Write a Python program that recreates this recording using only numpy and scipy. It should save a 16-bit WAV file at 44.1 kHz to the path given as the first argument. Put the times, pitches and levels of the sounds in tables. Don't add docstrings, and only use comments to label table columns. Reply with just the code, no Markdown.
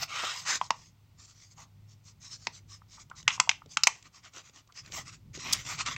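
import sys
import numpy as np
from scipy import signal
from scipy.fft import rfft, irfft, next_fast_len
from scipy.io import wavfile
from scipy.ndimage import uniform_filter1d, minimum_filter1d, map_coordinates

SR = 44100
rng = np.random.default_rng(int(sys.argv[2]) if len(sys.argv) > 2 else 0)


def store_pcm(level_fs):
    pcm = np.round(np.clip(level_fs, -1, 1) * 32767).astype(np.int16)
    wavfile.write(sys.argv[1], SR, np.atleast_2d(pcm).T)


N = 263257


def amp(db):
    return 10 ** (np.asarray(db) / 20)


def unit(x):
    return x / np.sqrt(np.mean(x ** 2) + 1e-20)


def noise():
    return rng.standard_normal(N)


def along(points, hz):
    f, v = np.transpose(points)
    return np.interp(np.log(hz + 1), np.log(f + 1), v)


def curves(rows):
    s, *cols = np.transpose(rows)
    return [np.interp(np.arange(N) / SR, s, c) for c in cols]


def wobble(rate):
    knots = rng.standard_normal(int(N * rate / SR) + 4)
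    return map_coordinates(knots, [np.arange(N) * rate / SR])


def filtered(x, response):
    n = x.shape[-1]
    m = next_fast_len(n + 8192)
    hz = np.fft.rfftfreq(m, 1 / SR)
    return irfft(rfft(x, m) * response(hz), m)[..., :n]


def equalised(x, points):
    return filtered(x, lambda hz: amp(along(points, hz)))


def coloured(x, spectrum):
    return unit(equalised(x, spectrum))


def resonate(x, hz, q):
    half = 1 + 1 / (2 * max(q, .4))
    band = [hz / half, min(hz * half, .45 * SR)]
    return signal.sosfilt(signal.butter(2, band, "band", fs=SR, output="sos"), x)


def add(track, s, sound, db):
    start = max(round(s * SR), 0)
    piece = amp(db) * sound * np.sqrt(SR / 100 / np.sum(sound ** 2))
    track[start:start + len(piece)] += piece[:len(track[start:])]


def swells(rows, power):
    start, length, *levels_db = np.transpose(rows)
    energy = np.zeros((len(levels_db), N))
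    for s, span, db in zip(start, length, np.transpose(levels_db)):
        i = np.arange(max(int(s * SR), 0), min(int((s + span) * SR), N))
        speed = np.abs(np.sin(np.pi * (i / SR - s) / span))
        energy[:, i] += (amp(db)[:, None] * speed ** power) ** 2
    return np.sqrt(energy)


def friction(spectrum, rate, grain_db, smooth, patchy_db):
    caught = rng.random(N) < rate / SR
    strength = rng.standard_normal(N) * amp(grain_db * np.clip(rng.standard_normal(N), -2, 2))
    z = signal.stft(unit(caught * strength) + smooth * noise(), nperseg=512)[2]
    field = uniform_filter1d(rng.standard_normal(z.shape), size=4, axis=0)
    field = uniform_filter1d(field, size=18, axis=1)
    patchy = signal.istft(z * amp(patchy_db * unit(field)), nperseg=512)[1][:N]
    return coloured(patchy, spectrum)


# (start [s], length [s], fibre hiss [dB], flutter of the sheet [dB], top sizzle [dB])
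WIPE_STROKES = [(-0.03, 0.1, -47.5, -42, -55), (0.016, 0.03, -34.5, -32.5, -51),
                (0.068, 0.33, -41.5, -33.5, -62.5), (0.28, 0.19, -42, -46.5, -66),
                (0.447, 0.14, -31, -29, -56.5)]
# (start [s], length [s], fibre hiss [dB])
PEN_GLIDES = [(0.585, 0.12, -50), (0.696, 0.24, -57.5), (1.161, 0.14, -54), (1.25, 0.1, -57),
              (1.31, 0.22, -59), (1.49, 0.062, -61), (1.865, 0.107, -62), (2.027, 0.11, -54.5),
              (2.192, 0.13, -49), (2.284, 0.101, -44), (2.358, 0.17, -56.5), (2.504, 0.11, -50.5),
              (2.666, 0.13, -49.5), (2.872, 0.14, -52), (2.977, 0.067, -50), (3.146, 0.087, -48),
              (3.29, 0.1, -42), (3.677, 0.095, -51)]
# (start [s], length [s], fibre hiss [dB], flutter of the sheet [dB], top sizzle [dB])
FINGER_RUBS = [(1.548, 0.12, -50, -56, -73), (3.844, 0.22, -58, -59, -93), (4.024, 0.077, -61, -54, -94),
               (4.107, 0.12, -56.5, -60.5, -98), (4.211, 0.1, -57, -52.5, -92),
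               (4.312, 0.129, -49, -48, -75), (4.412, 0.113, -57.5, -58.5, -100),
               (4.515, 0.12, -55.5, -54, -96), (4.729, 0.11, -48, -50, -80), (4.813, 0.11, -61.5, -55, -84),
               (4.886, 0.17, -41.5, -42.5, -59), (5.036, 0.097, -48, -51.5, -81),
               (5.09, 0.1, -52.5, -56.5, -84), (5.326, 0.06, -44.5, -47, -72),
               (5.364, 0.11, -43.5, -46.5, -79), (5.398, 0.218, -38.5, -33.5, -57),
               (5.554, 0.096, -44.5, -43.5, -60), (5.61, 0.19, -35.5, -38.5, -58.5),
               (5.762, 0.086, -36, -35.5, -99), (5.844, 0.066, -37, -32, -103),
               (5.856, 0.12, -43.5, -37.5, -70)]
# (frequency [Hz], relative level [dB])
WIPE_SPECTRUM = [(100, -29.5), (380, -13), (560, -7.5), (800, 0), (1150, 7.5), (1700, 6), (2500, 2),
                 (3700, 1), (4600, -4.5), (6000, -14.5), (7400, -8.5), (8500, -14), (9500, -56.5)]
# (frequency [Hz], relative level [dB])
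FLUTTER_SPECTRUM = [(100, -32.5), (250, -3), (480, -11), (720, -5), (850, -5.5), (1150, 7), (1450, 1),
                    (1750, 3), (2400, 1.5), (3500, -4), (4600, -11.5), (8000, -24), (9500, -76.5)]
# (frequency [Hz], relative level [dB])
FIBRE_SPECTRUM = [(1500, -28.5), (3000, -14.5), (4200, -7), (5100, -2), (6400, -1), (7400, -6.5),
                  (8300, -17.5), (8900, -27), (9500, -60.5)]
# (frequency [Hz], level [dB])
EDGE_SPECTRUM = [(10000, -44.5), (11500, -3.5), (12500, 1), (15500, -2.5)]
PEN_FLUTTER_DB, PEN_SIZZLE_DB = -9.5, -32
PEN_POWER, RUB_POWER, WIPE_POWER = 2.0, 2.32, 1.07


def strokes():
    pen, = swells(PEN_GLIDES, PEN_POWER)
    rub_hiss, rub_flutter, rub_sizzle = swells(FINGER_RUBS, RUB_POWER)
    wipe_hiss, wipe_flutter, wipe_sizzle = swells(WIPE_STROKES, WIPE_POWER)
    shake = rub_flutter + amp(PEN_FLUTTER_DB) * pen
    slide = rub_hiss + wipe_hiss + pen
    edge = amp(PEN_SIZZLE_DB) * pen + rub_sizzle + wipe_sizzle
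    grip_db = 1.0 * wobble(45) + 1.2 * wobble(220)
    wipe = amp(-0.1) * wipe_flutter * friction(
        WIPE_SPECTRUM, rate=4300, grain_db=0, smooth=1.4, patchy_db=3.5)
    fingers = amp(0.26) * shake * friction(
        FLUTTER_SPECTRUM, rate=2200, grain_db=3.0, smooth=0.67, patchy_db=3.5)
    hiss = amp(-0.5) * slide * friction(
        FIBRE_SPECTRUM, rate=3700, grain_db=3.5, smooth=1.8, patchy_db=3.5)
    sizzle = edge * friction(
        EDGE_SPECTRUM, rate=1500, grain_db=0, smooth=0.54, patchy_db=4.0)
    return amp(grip_db) * (wipe + fingers + hiss + sizzle) + crinkles(shake + wipe_flutter)


def crinkles(shake):
    clicks = (rng.random(N) < 130 / SR) * rng.standard_normal(N)
    spectrum = [(300, -15), (900, 2.0), (3000, -1.5), (7500, 2), (9300, -41)]
    return amp(-19.5) * shake * coloured(clicks, spectrum)


def top_octave(x):
    return equalised(x, EDGE_SPECTRUM)


def contact(crush_db, crush_t60):
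    t = np.arange(SR // 16) / SR
    blow = rng.standard_normal(len(t)) * amp(-60 * t / crush_t60) * (1 - np.exp(-t / 0.00087))
    blow *= amp(crush_db) / np.linalg.norm(blow)
    blow[0] += 1
    return blow


# (time [s], pile knock [Hz], knock level [dB], crack [Hz], crack level [dB],
#  tick [Hz], tick level [dB], crush relative to the blow, before trims [dB])
PEN_TAPS = [(0.6139, 970, -28, 2610, -39, 5940, -48.5, -1), (0.7063, 977, -25, 2510, -29, 5220, -28, -3),
            (2.4703, 927, -39, 2213, -32, 4630, -30.5, -2.5),
            (3.2795, 1209, -24, 2550, -11, 5730, -16, -10.5),
            (3.304, 1212, -43, 2600, -33.5, 5410, -42.5, 12),
            (3.3999, 1130, -25, 2520, -22, 6250, -16.5, 3.5),
            (3.4933, 938, -34.5, 2680, -17.5, 5500, -18.5, -4.5),
            (3.514, 1140, -48.5, 2610, -33.5, 5470, -43, 1),
            (3.7716, 1344, -27.5, 2640, -25, 5830, -25, -4), (3.835, 1277, -38.5, 2970, -26, 4950, -15, 9),
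            (3.8712, 975, -28, 2434, -18, 6200, -14.5, 6), (5.963, 1140, -55, 2290, -38, 5870, -47, 10)]
# (time [s], pile knock [Hz], knock level [dB])
SOFT_TOUCHES = [(0.2365, 960, -38.5), (2.819, 1230, -58.5), (3.1145, 1200, -44), (3.379, 970, -47),
                (3.475, 950, -45), (3.62, 1204, -52)]
DESK_HZ, DESK_DB = 179.7, -29


def taps():
    out, sparkle = np.zeros(N), np.zeros(N)
    for s, knock_hz, knock_db, crack_hz, crack_db, tick_hz, tick_db, crush_db in PEN_TAPS:
        knock = contact(crush_db - 7.5, crush_t60=0.047)
        add(out, s - .0005, resonate(knock, knock_hz, q=2.73), knock_db)
        notebook = contact(crush_db - 7, crush_t60=0.032)
        add(out, s, resonate(notebook, 870, q=12.0), knock_db - 16.5)
        blow = contact(crush_db, crush_t60=0.016)
        add(out, s, resonate(blow, crack_hz, q=1.76), crack_db + .3)
        add(out, s, resonate(blow, tick_hz, q=2.14), tick_db + 0.54)
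        add(out, s, resonate(blow, 460, q=0.39), crack_db - 30.5)
        add(out, s, resonate(blow, DESK_HZ, q=2.1), knock_db + DESK_DB)
        add(sparkle, s, blow, -34.5 + 5 * min(tick_db + 14.5, 0))
    for s, knock_hz, knock_db in SOFT_TOUCHES:
        touch = contact(crush_db=2, crush_t60=0.016)
        add(out, s - .0005, resonate(touch, knock_hz, q=2.2), knock_db)
    paper_tone = [(650, 7), (7800, -4.5), (8800, -16.0), (10000, -19), (15000, -16.0)]
    return top_octave(sparkle) + equalised(out, paper_tone)


# (time [s], thud level [dB], crinkle level [dB])
SHEET_NUDGES = [(0.235, -51, -54), (1.58, -69.5, -59), (2.472, -46, -70), (3.099, -63.5, -57),
                (3.228, -68, -54), (3.66, -53, -61.5), (4.026, -73, -55), (4.251, -81, -57),
                (4.337, -77, -58), (4.364, -82, -50.5), (4.496, -63, -59.5), (4.56, -85, -58),
                (4.675, -74, -66.5), (4.723, -72, -59), (4.861, -75, -53), (4.901, -56, -69),
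                (4.921, -71, -44), (5.35, -52, -52), (5.375, -44, -49), (5.862, -65, -35)]


def nudges():
    thuds, crackle = np.zeros(N), np.zeros(N)
    for s, thud_db, crinkle_db in SHEET_NUDGES:
        add(thuds, s, resonate(contact(crush_db=-1, crush_t60=.04), 300, q=0.92), thud_db)
        add(crackle, s, resonate(contact(crush_db=11, crush_t60=0.013), 4000, q=0.52), crinkle_db)
    return thuds + equalised(crackle, [(7800, 1.0), (9500, -35)])


# (time [s], level [dB], pitch of the pop [Hz])
CREASE_POPS = [(5.5258, -28.5, 5740), (5.53, -23.5, 5240), (5.533, -23, 5180)]


def crease():
    pops, spit = np.zeros(N), np.zeros(N)
    for s, db, hz in CREASE_POPS:
        pop = contact(crush_db=33, crush_t60=0.017)
        add(pops, s, resonate(pop, hz, q=1.3), db)
        add(spit, s, pop, db - 6.0)
    return pops + top_octave(spit)


# (time [s], level before trim and envelope [dB], pile pitch [Hz], time scale of the envelope [s])
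HAND_SCUFFS = [(0.232, -31.5, 530, 0.012), (1.574, -49.5, 965, 0.06), (2.97, -50, 1120, 0.031),
               (3.098, -53, 1110, 0.056), (4.688, -56, 1190, 0.022), (4.971, -39, 774, 0.022),
               (5.792, -32, 1230, 0.029)]


def scuffs():
    out = np.zeros(N)
    for s, db, hz, length in HAND_SCUFFS:
        u = np.arange(SR // 5) / SR / length
        drag = resonate(rng.standard_normal(len(u)), hz, q=2.3)
        envelope = 3 * u * np.exp(-3 * u)
        start = round(s * SR)
        out[start:start + len(u)] += (amp(db + 6.5) * unit(drag) * envelope)[:N - start]
    return out


# (frequency [Hz], time to fall by 60 dB [s])
ROOM_DECAY = [(200, 0.41), (1000, 0.21), (3000, 0.22), (8000, 0.19), (14000, 0.081)]


def room(x):
    hz, t, z = signal.stft(rng.standard_normal(SR // 2), SR, nperseg=256)
    decay = amp(-60 * t / along(ROOM_DECAY, hz)[:, None])
    tail = signal.istft(z * decay, SR, nperseg=256)[1]
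    answer = np.pad(tail / np.linalg.norm(tail), (SR // 200, 0))
    return signal.fftconvolve(x, answer)[:N]


# (time [s], level [dB])
RUMBLE_CURVE = [(0, -47), (0.1, -63), (0.65, -59.5), (1, -63), (2.9, -61.0), (3.35, -57.0), (3.9, -63),
                (4.15, -64.5), (4.75, -67), (4.95, -49.5), (5.1, -56.0), (5.45, -48.5), (5.97, -50)]
# (frequency [Hz], relative level [dB])
RUMBLE_SPECTRUM = [(20, -19), (45, -6), (90, -1), (150, 0), (210, -11.5), (350, -21), (600, -36),
                   (1500, -64.5)]
# (time [s], level [dB])
HUM_CURVE = [(0, -63), (1.65, -66), (1.82, -53.5), (2.3, -62.0), (2.7, -54), (3.05, -70.5), (3.4, -57.5),
             (3.8, -77), (4.7, -71), (5.25, -59), (5.97, -65)]
# (frequency [Hz], relative level [dB])
AIR_SPECTRUM = [(100, 6.5), (400, 6.5), (900, 9), (1700, 4), (5000, 0), (8000, -5.5), (10000, -13.5),
                (15500, -4.5)]
RUMBLE_SWAY_DB = 1.5


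def background():
    rumble_db = curves(RUMBLE_CURVE)[0] + 1.5 + RUMBLE_SWAY_DB * wobble(15)
    rumble = amp(rumble_db) * coloured(noise(), RUMBLE_SPECTRUM)
    hum_db = curves(HUM_CURVE)[0] + 1.3 + wobble(2.4)
    hum_hz = 102.3 + 2.2 * wobble(8.8)
    hum = amp(hum_db) * unit(np.sin(2 * np.pi * np.cumsum(hum_hz) / SR))
    return rumble + hum + amp(-71.0) * coloured(noise(), AIR_SPECTRUM)


# (frequency [Hz], side level before the width offset [dB])
SIDE_CURVE = [(100, -32.5), (300, -29), (700, -40.5), (3000, -41.5), (5500, -27), (8000, -21), (14000, -15)]


def spread(x, width_db, size):
    scatter = rng.standard_normal(size)
    side = signal.fftconvolve(x, scatter / np.linalg.norm(scatter))[:N]
    side = amp(width_db) * equalised(side, SIDE_CURVE)
    return np.array([x + side, x - side])


def scene():
    hits = taps()
    rustle = strokes() + nudges() + crease() + scuffs()
    hits = spread(hits + amp(-19) * room(hits), width_db=7.5, size=SR // 150)
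    rustle = spread(rustle + amp(-17.0) * room(rustle), width_db=-1.0, size=SR // 150)
    return hits + rustle + spread(background(), width_db=8.5, size=SR // 4)


# (frequency [Hz], gain [dB])
PHONE_COLOUR = [(1500, -2.5), (1700, -8), (1900, -0.5)]
TOP_HZ = 16100


def record(dry):
    heard = equalised(dry, PHONE_COLOUR)
    needed = 1 / np.maximum(np.abs(heard).max(axis=0), 1)
    gain = uniform_filter1d(minimum_filter1d(needed, size=129), size=65)
    return filtered(heard * gain, lambda hz: 1 / (1 + (hz / TOP_HZ) ** 120))


dry = scene()
out = record(dry)
store_pcm(out)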